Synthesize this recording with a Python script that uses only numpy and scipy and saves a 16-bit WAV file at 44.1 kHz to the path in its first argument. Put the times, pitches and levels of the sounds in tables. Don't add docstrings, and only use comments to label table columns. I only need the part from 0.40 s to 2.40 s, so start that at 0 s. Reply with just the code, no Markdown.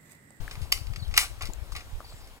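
import sys
import numpy as np
from scipy import signal
from scipy.fft import rfft, irfft
from scipy.io import wavfile
from scipy.ndimage import uniform_filter1d

SR = 44100
rng = np.random.default_rng(int(sys.argv[2]) if len(sys.argv) > 2 else 0)


def int16_out(signal):
    q = np.round(np.clip(np.atleast_2d(signal).T, -1, 1) * 32767)
    wavfile.write(sys.argv[1], SR, q.astype(np.int16))


def linear_from_db(decibels):
    return 10 ** (np.asarray(decibels, float) / 20)


N = 88200

# (frequency [Hz], density [dB per Hz])
LEAF_SPECTRUM = [(88, -9.5), (150, -3.5), (545, -3), (745, -2.5), (1260, -5.5), (1720, -8), (3220, -9.5),
                 (7320, -16.5), (16000, -21.5)]
# (time [s], level [dB])
LEAF_SWELL = [(0, -55), (.3, -59), (.7, -59), (1.1, -59.5), (1.7, -59), (2, -61)]
# (frequency [Hz], left-right likeness [0-1])
LEAF_COHERENCE = [(250, 0.98), (1500, 0.6), (5000, 0.078)]
LEAVES_DB, PATCH_DB = -53, 1.3

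# (time [s], length [s], level [dB], from [Hz], to [Hz], blur [Hz])
WHISTLES = [
    (.591, .019, -51, 4850, 4150, 120),
    (.617, .022, -51, 4450, 3700, 120),
    (.6, .09, -56, 4400, 3700, 700),
    (.645, .022, -57, 3400, 3050, 150),
    (1.64, .018, -56, 4650, 4550, 150),
    (1.66, .014, -56, 4300, 3900, 200),
    (1.65, .09, -55, 4500, 4200, 1100),
    (1.67, .16, -64, 7500, 7500, 1000),
    (1.74, .16, -63, 5000, 4900, 900),
]
BIRD_BREAK_DB = 2.5
CLEAR_HZ = 250

# (time [s], level [dB], left-right [dB])
GUSTS = [(0.0, -29, 19), (0.05, -40, 6), (0.19, -41, 13), (0.21, -36.5, 17), (0.46, -37, 16.0),
         (0.49, -28.5, 28.5), (0.59, -33.5, 16), (0.67, -34, 20), (0.91, -44, 3), (1.06, -39, 20),
         (1.12, -46.5, 6), (1.34, -38.5, 23), (1.36, -44, -1.0), (1.44, -51, 3), (1.53, -38, -10),
         (1.62, -49, 3), (1.94, -49, 4), (2.0, -59, -2.5)]
# (frequency [Hz], density [dB per Hz])
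WIND_SPECTRUM = [(4, -30), (9, -3), (27, 0), (60, 0), (110, -9), (200, -27), (300, -36), (500, -50),
                 (1100, -120)]
# (time [s], level [dB], length [s])
BUFFETS = [
    [(.007, -26.5, .01), (.179, -26.5, 0.0084), (0.221, -21, 0.0098), (.417, -23, .012),
     (0.51, -41, 0.0069), (0.578, -26, 0.0097), (0.626, -21, 0.0087), (0.68, -20, 0.015),
     (0.693, -22.5, 0.022), (1.036, -23.5, 0.011), (1.05, -24.5, 0.028), (1.096, -24.5, 0.02),
     (1.226, -23, 0.012), (1.325, -22, 0.019)],
    [(1.374, -43, 0.011), (1.458, -45, 0.0085), (1.537, -47.5, 0.0083), (1.553, -28, 0.041),
     (1.742, -33, 0.0086)],
]
LUMP_DB, LUMP_S = 2.5, 0.046
ROAR_HZ, ROAR_SHARE, CALM_DB = 76, 0.14, -31

# (time [s], peak [dB], pitch [Hz],
# left-right [dB])
TICKS = [(0.079, -23.5, 1690, 7.5), (.255, -38.5, 740, -2), (.915, -44.5, 600, 18), (1.089, -31, 170, 11),
         (1.0925, -35, 290, -2), (1.096, -40, 573, 7), (1.101, -34.5, 840, 5), (1.105, -40.5, 343, 2),
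         (1.1349, -22.5, 7100, 11.5), (1.134, -33.5, 4200, 3), (1.322, -32, 1140, 5), (1.604, -28, 1210, 6),
         (1.604, -32.5, 634, 1.5), (1.614, -38, 1210, 5), (1.627, -43, 1100, 5), (1.645, -41, 860, 16),
         (1.715, -44, 990, 3), (1.724, -39, 1250, 0), (1.723, -40, 645, -2), (1.55, -45, 2350, 3)]
TICK_CYCLES, TICK_SNAP_DB = 14.5, -20

# (frequency [Hz], 60 dB decay [s])
TREE_DECAY = [(500, 0.35), (2000, 0.25), (6000, 0.29), (14000, 0.25)]
TREES_DB, TREES_RISE_S, TREES_OWN = -11, 0.0035, 0.97
# (delay [s], level [dB])
BOUNCES = [(.0007, -12), (.0016, -6.5), (.0031, -12.5), (.0052, -21.5)]
# (frequency [Hz], left-right [dB])
PORT_TILT = [(380, -0.5), (700, -0.5), (1290, 1), (2380, 3.5), (4400, 3), (8120, -1), (15000, -0.5)]
LAG_S = 0.00015

# (frequency [Hz], width [Hz], level [dB])
SHELL_MODES = [(424, 140, -41), (740, 167, 13.5), (970, 58, -31), (1125, 200, 8.5), (1584, 138, 8),
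               (2118, 186, 10.5), (2800, 460, 5), (3973, 674, 4.5), (4554, 790, 5), (5650, 830, 2.5),
               (7670, 670, 1.5), (9500, 1500, 0), (11400, 2120, -1.5), (15100, 1800, -4)]
SPREAD_OCT, ABOVE_OCT = 1.54, 1.52
CLICKS_PER_S, SLIPS_PER_S, CLICK_SPREAD_DB = 6800, 1900, 3.5
# (time [s], length [s], level [dB], brightness centre [Hz])
SLIDES = [(0.121, 0.046, -53, 4270), (0.74, 0.055, -38.5, 3000), (0.327, 0.038, -38.5, 5100),
          (0.782, 0.096, -33.5, 3340), (1.01, 0.033, -42, 1540), (1.023, 0.11, -50.5, 3850),
          (1.349, 0.037, -41.5, 2550), (1.357, 0.081, -47.5, 2750)]
# (time [s], peak [dB], pitch [Hz])
RINGS = [(0.3232, -9.5, 4600), (.3228, -19.5, 3000), (.324, -16, 5500), (.3232, -14, 2190),
         (0.3231, -27, 1120), (.3232, -31, 740), (0.7762, -4, 2823), (0.7776, -18, 1223),
         (0.7769, -19.5, 912), (.7765, -12, 1600), (.777, -29, 600), (.7762, -23, 7600),
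         (.7785, -15.5, 2290), (.778, -22, 5780)]
RING_T60_S = 0.017
# (time [s], peak [dB], brightness centre [Hz], chatter [s])
BLOWS = [(0.111, -28.5, 3570, 0.0065), (0.125, -52, 4000, 0.0041), (.154, -34.5, 2710, 0.0028),
         (.216, -40, 4200, 0.032), (0.3195, -18.5, 5040, 0.011), (.3226, -9, 9300, 0.0018),
         (0.3229, -9.5, 6000, 0.0027), (0.3262, -19.5, 6000, 0.0032), (0.375, -32, 2340, 0.0054),
         (0.469, -33, 3170, 0.003), (0.535, -34.5, 2500, 0.0043), (.560, -25, 3840, 0.0052),
         (0.679, -40.5, 4470, .004), (0.711, -39, 2860, 0.034), (.740, -20.5, 2820, 0.003),
         (0.765, -21, 3400, 0.013), (0.7663, -21.5, 6000, .002), (.7761, -2, 9100, 0.0017),
         (0.7766, -4.5, 7060, 0.0011), (0.7781, -3.5, 5100, 0.002), (.7791, -11, 3030, 0.00047),
         (.7803, -12, 4030, 0.0024), (.7822, -14.5, 3060, 0.0025), (0.7854, -18, 5040, .003),
         (0.7906, -14, 3950, 0.0042), (0.796, -19, 6500, 0.029), (.803, -21, 2240, 0.0024),
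         (.812, -26.5, 2000, 0.0037), (.83, -28.5, 1600, 0.0042), (.843, -32.5, 1310, 0.004),
         (1.0088, -27.5, 2200, 0.011), (1.021, -26, 4580, 0.0058), (1.033, -30.5, 1800, 0.0034),
         (1.04, -37, 1500, 0.0036), (1.047, -40, 2300, 0.0022), (1.054, -30, 4560, 0.0074),
         (1.064, -37.5, 2300, 0.0057), (1.071, -35.5, 3960, 0.0047), (1.3197, -37.5, 5900, 0.013),
         (1.352, -50, 4900, 0.0017), (1.363, -25.5, 3750, 0.007), (1.406, -37.5, 2800, 0.0068),
         (1.873, -45, 4970, 0.0073)]
BLOW_RISE_S, FIRST_CLICK = 0.0003, 5.44

EDGE_HZ, FLOOR_EDGE_HZ = 16100, 15900
JOIN_HZ, JOIN_RISE_DB, JOIN_HOLD_S = 6600, 13, 0.014
TOP_HZ, TOP_SHARED = 8400, 0.3
FADE_S, FADE_IN_S = 0.022, 0.004


def evened(x):
    return x / np.sqrt(np.mean(x ** 2) + 1e-20)


def read(points, hz):
    f, value = np.transpose(points)
    return np.interp(np.log(hz + 1), np.log(f + 1), value)


def add(mix, s, sound):
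    part = mix[..., round(s * SR):][..., :sound.shape[-1]]
    part += sound[..., :part.shape[-1]]


def resonate(x, hz, width):
    turn = np.exp(2j * np.pi * np.cumsum(hz * np.ones(len(x))) / SR)
    r = np.exp(-np.pi * width / SR)
    return 2 * (turn * signal.lfilter([1 - r], [1, -r], x / turn + 1e-18)).real


def coloured(x, points):
    size = x.shape[-1]
    return irfft(rfft(x) * linear_from_db(read(points, np.fft.rfftfreq(size, 1 / SR))), size)


def low_pass(x, hz):
    taps = signal.firwin(511, hz, window=("kaiser", 9), fs=SR)
    return signal.oaconvolve(x, taps[None], "same")


def leaves():
    frames, hz = N // 128 + 5, np.fft.rfftfreq(512, 1 / SR)
    a, b, c, d, patches = rng.standard_normal((frames, 257, 5)).T
    patches = uniform_filter1d(patches, size=6, axis=0)
    patches = evened(uniform_filter1d(patches, size=16, axis=1))
    same = np.clip(read(LEAF_COHERENCE, hz), -1, 1)[:, None]
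    left = a + 1j * b
    right = same * left + np.sqrt(1 - same ** 2) * (c + 1j * d)
    z = np.array([left, right]) * linear_from_db(read(LEAF_SPECTRUM, hz)[:, None] + PATCH_DB * patches)
    hiss = evened(signal.istft(z, nperseg=512, noverlap=384)[1][:, :N])
    s, db = np.transpose(LEAF_SWELL)
    return hiss * linear_from_db(LEAVES_DB + np.interp(np.arange(N) / SR, s, db - db[-2]))


def bird():
    out = np.zeros(N)
    for s, length, db, from_hz, to_hz, blur in WHISTLES:
        u = np.arange(9000) / SR / length
        hz = from_hz + (to_hz - from_hz) * np.minimum(u, 1)
        tone = resonate(resonate(rng.standard_normal(len(u)), hz, blur), hz, blur)
        broken = BIRD_BREAK_DB * evened(uniform_filter1d(rng.standard_normal(len(u)), size=300))
        whistle = evened(tone) * min(blur / CLEAR_HZ, 1)
        if blur < CLEAR_HZ:
            whistle = whistle + np.sin(2 * np.pi * np.cumsum(hz) / SR)
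        swell = np.sin(np.pi * np.minimum(u, 1)) ** 0.5
        add(out, s, linear_from_db(db + broken) * whistle * swell)
    return out


def wind():
    s, db, pan_db = np.transpose(GUSTS)
    t = np.arange(N) / SR
    lump_size = round(LUMP_S * SR)
    lumps = uniform_filter1d(rng.standard_normal((2, N)), lump_size)
    lumps = evened(uniform_filter1d(lumps, lump_size))
    air = evened(coloured(rng.standard_normal((2, N)) * linear_from_db(LUMP_DB * lumps), WIND_SPECTRUM))
    low = signal.sosfiltfilt(signal.butter(2, ROAR_HZ, fs=SR, output="sos"), air)
    lean = np.interp(t, s, pan_db)
    level_db = np.interp(t, s, db) + np.minimum(np.array([lean, -lean]), 0)
    roar = (air - low) * linear_from_db(ROAR_SHARE * (level_db - CALM_DB))
    out = (low + roar) * linear_from_db(level_db + 4)
    for port, buffets in enumerate(BUFFETS):
        for at, buffet_db, length in buffets:
            u = (t - at) / length
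            out[port] += linear_from_db(buffet_db) * (1 - 1.1 * u - 12 * u ** 2) * np.exp(-6 * u ** 2)
    return out


def ticks():
    out, t = np.zeros((2, N)), np.arange(900) / SR
    for s, db, hz, pan_db in TICKS:
        decay = linear_from_db(-60 * t * hz / TICK_CYCLES / np.sqrt(hz / 1500))
        ring = np.sin(2 * np.pi * hz * t) * decay * np.minimum(t / 0.00079, 1)
        snap = linear_from_db(TICK_SNAP_DB) * rng.standard_normal(len(t)) * np.exp(-t / 0.002)
        add(out, s, linear_from_db(db) * linear_from_db([[pan_db / 2], [-pan_db / 2]]) * (ring + snap))
    return out


def trees(x):
    shared, own = rng.standard_normal(SR // 2), rng.standard_normal((2, SR // 2))
    hz, t, z = signal.stft(shared + TREES_OWN * own, SR, nperseg=256)
    decay = linear_from_db(-60 * t / read(TREE_DECAY, hz)[:, None])
    tail = signal.istft(z * decay, SR, nperseg=256)[1]
    tail = tail * np.minimum(np.arange(tail.shape[1]) / SR / TREES_RISE_S, 1)
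    return signal.fftconvolve(x[None], tail / np.linalg.norm(tail[0]), axes=1)[:, :N]


def nearby(x):
    taps = np.zeros((2, 400))
    taps[:, 0] = 1
    for k, (delay, db) in enumerate(BOUNCES):
        at = np.round(delay * SR * np.array([1.15, 0.85])).astype(int)
        taps[[0, 1], at] += (-1) ** k * linear_from_db(db)
    return signal.oaconvolve(x[None], taps, axes=1)[:, :N]


def ports(x):
    hz = np.fft.rfftfreq(N, 1 / SR)
    tilt = linear_from_db(read(PORT_TILT, hz) / 2)
    lag = np.exp(-2j * np.pi * hz * LAG_S)
    return irfft(rfft(x) * np.array([tilt * lag, 1 / tilt]), N)


def clicks(rate, size):
    chance, sign, big = rng.random((size, 3)).T
    heights = linear_from_db(-CLICK_SPREAD_DB * np.log(big + 0.023))
    return (chance < rate / SR) * np.sign(sign - 0.5) * heights


def shell(drive, centre_hz):
    body = 0
    for k, (hz, width, db) in enumerate(SHELL_MODES):
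        spread = SPREAD_OCT if hz < centre_hz else ABOVE_OCT
        mode_db = db - 8.06 * (np.log2(hz / centre_hz) / spread) ** 2
        body = body + (-1) ** k * linear_from_db(mode_db) * resonate(drive, hz, width)
    return evened(body)


def slides():
    out = np.zeros(N)
    for s, length, db, centre_hz in SLIDES:
        u = np.arange(4400) / SR / length
        stroke = np.sin(np.pi * np.minimum(u, 1) ** 0.37)
        add(out, s, linear_from_db(db) * shell(clicks(SLIPS_PER_S, len(u)), centre_hz) * stroke)
    return out


def rings():
    out, t = np.zeros(N), np.arange(2600) / SR
    for s, db, hz in RINGS:
        decay = linear_from_db(db - 60 * t / RING_T60_S * np.sqrt(hz / 2000))
        add(out, s, decay * np.sin(2 * np.pi * hz * t) * np.minimum(t / 0.00107, 1))
    return out


def blows():
    out, t = np.zeros(N), np.arange(2600) / SR
    for s, db, centre_hz, chatter in BLOWS:
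        contacts = clicks(CLICKS_PER_S, len(t)) + 0.55 * rng.standard_normal(len(t))
        drive = contacts * np.exp(-t / chatter) * np.minimum(t / BLOW_RISE_S, 1)
        drive[8] += FIRST_CLICK
        sound = shell(drive, centre_hz)
        add(out, s, linear_from_db(db) * sound / abs(sound).max())
    return out


def scene():
    toy = slides() + rings() + blows()
    far = low_pass(linear_from_db(TREES_DB) * trees(toy) + leaves() + bird(), FLOOR_EDGE_HZ)
    return ports(nearby(toy) + far) + ticks() + wind()


def joined(x):
    high = x - low_pass(x, JOIN_HZ)
    power = uniform_filter1d((high ** 2).sum(0), size=128) + 1e-12
    before = np.roll(uniform_filter1d(power, size=256), 300)
    sharp = 10 * np.log10(abs(power / before)) > JOIN_RISE_DB
    held = uniform_filter1d(1. * sharp, round(JOIN_HOLD_S * SR)) > 1e-6
    apart = uniform_filter1d(1. * held, size=128)
    top = x - low_pass(x, TOP_HZ)
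    return x + (1 - apart) * (high[1] - high) + apart * TOP_SHARED * (top[1] - top)


def top_cut(x):
    return signal.sosfilt(signal.butter(12, 16470, fs=SR, output="sos"), x)


def record(dry):
    t = np.arange(N) / SR
    fade = np.clip(np.minimum((N / SR - t) / FADE_S, t / FADE_IN_S), 0, 1)
    mix = joined(low_pass(dry * fade, EDGE_HZ))
    return top_cut(np.clip(mix, -1, 1))


dry = scene()
out = record(dry)
int16_out(out)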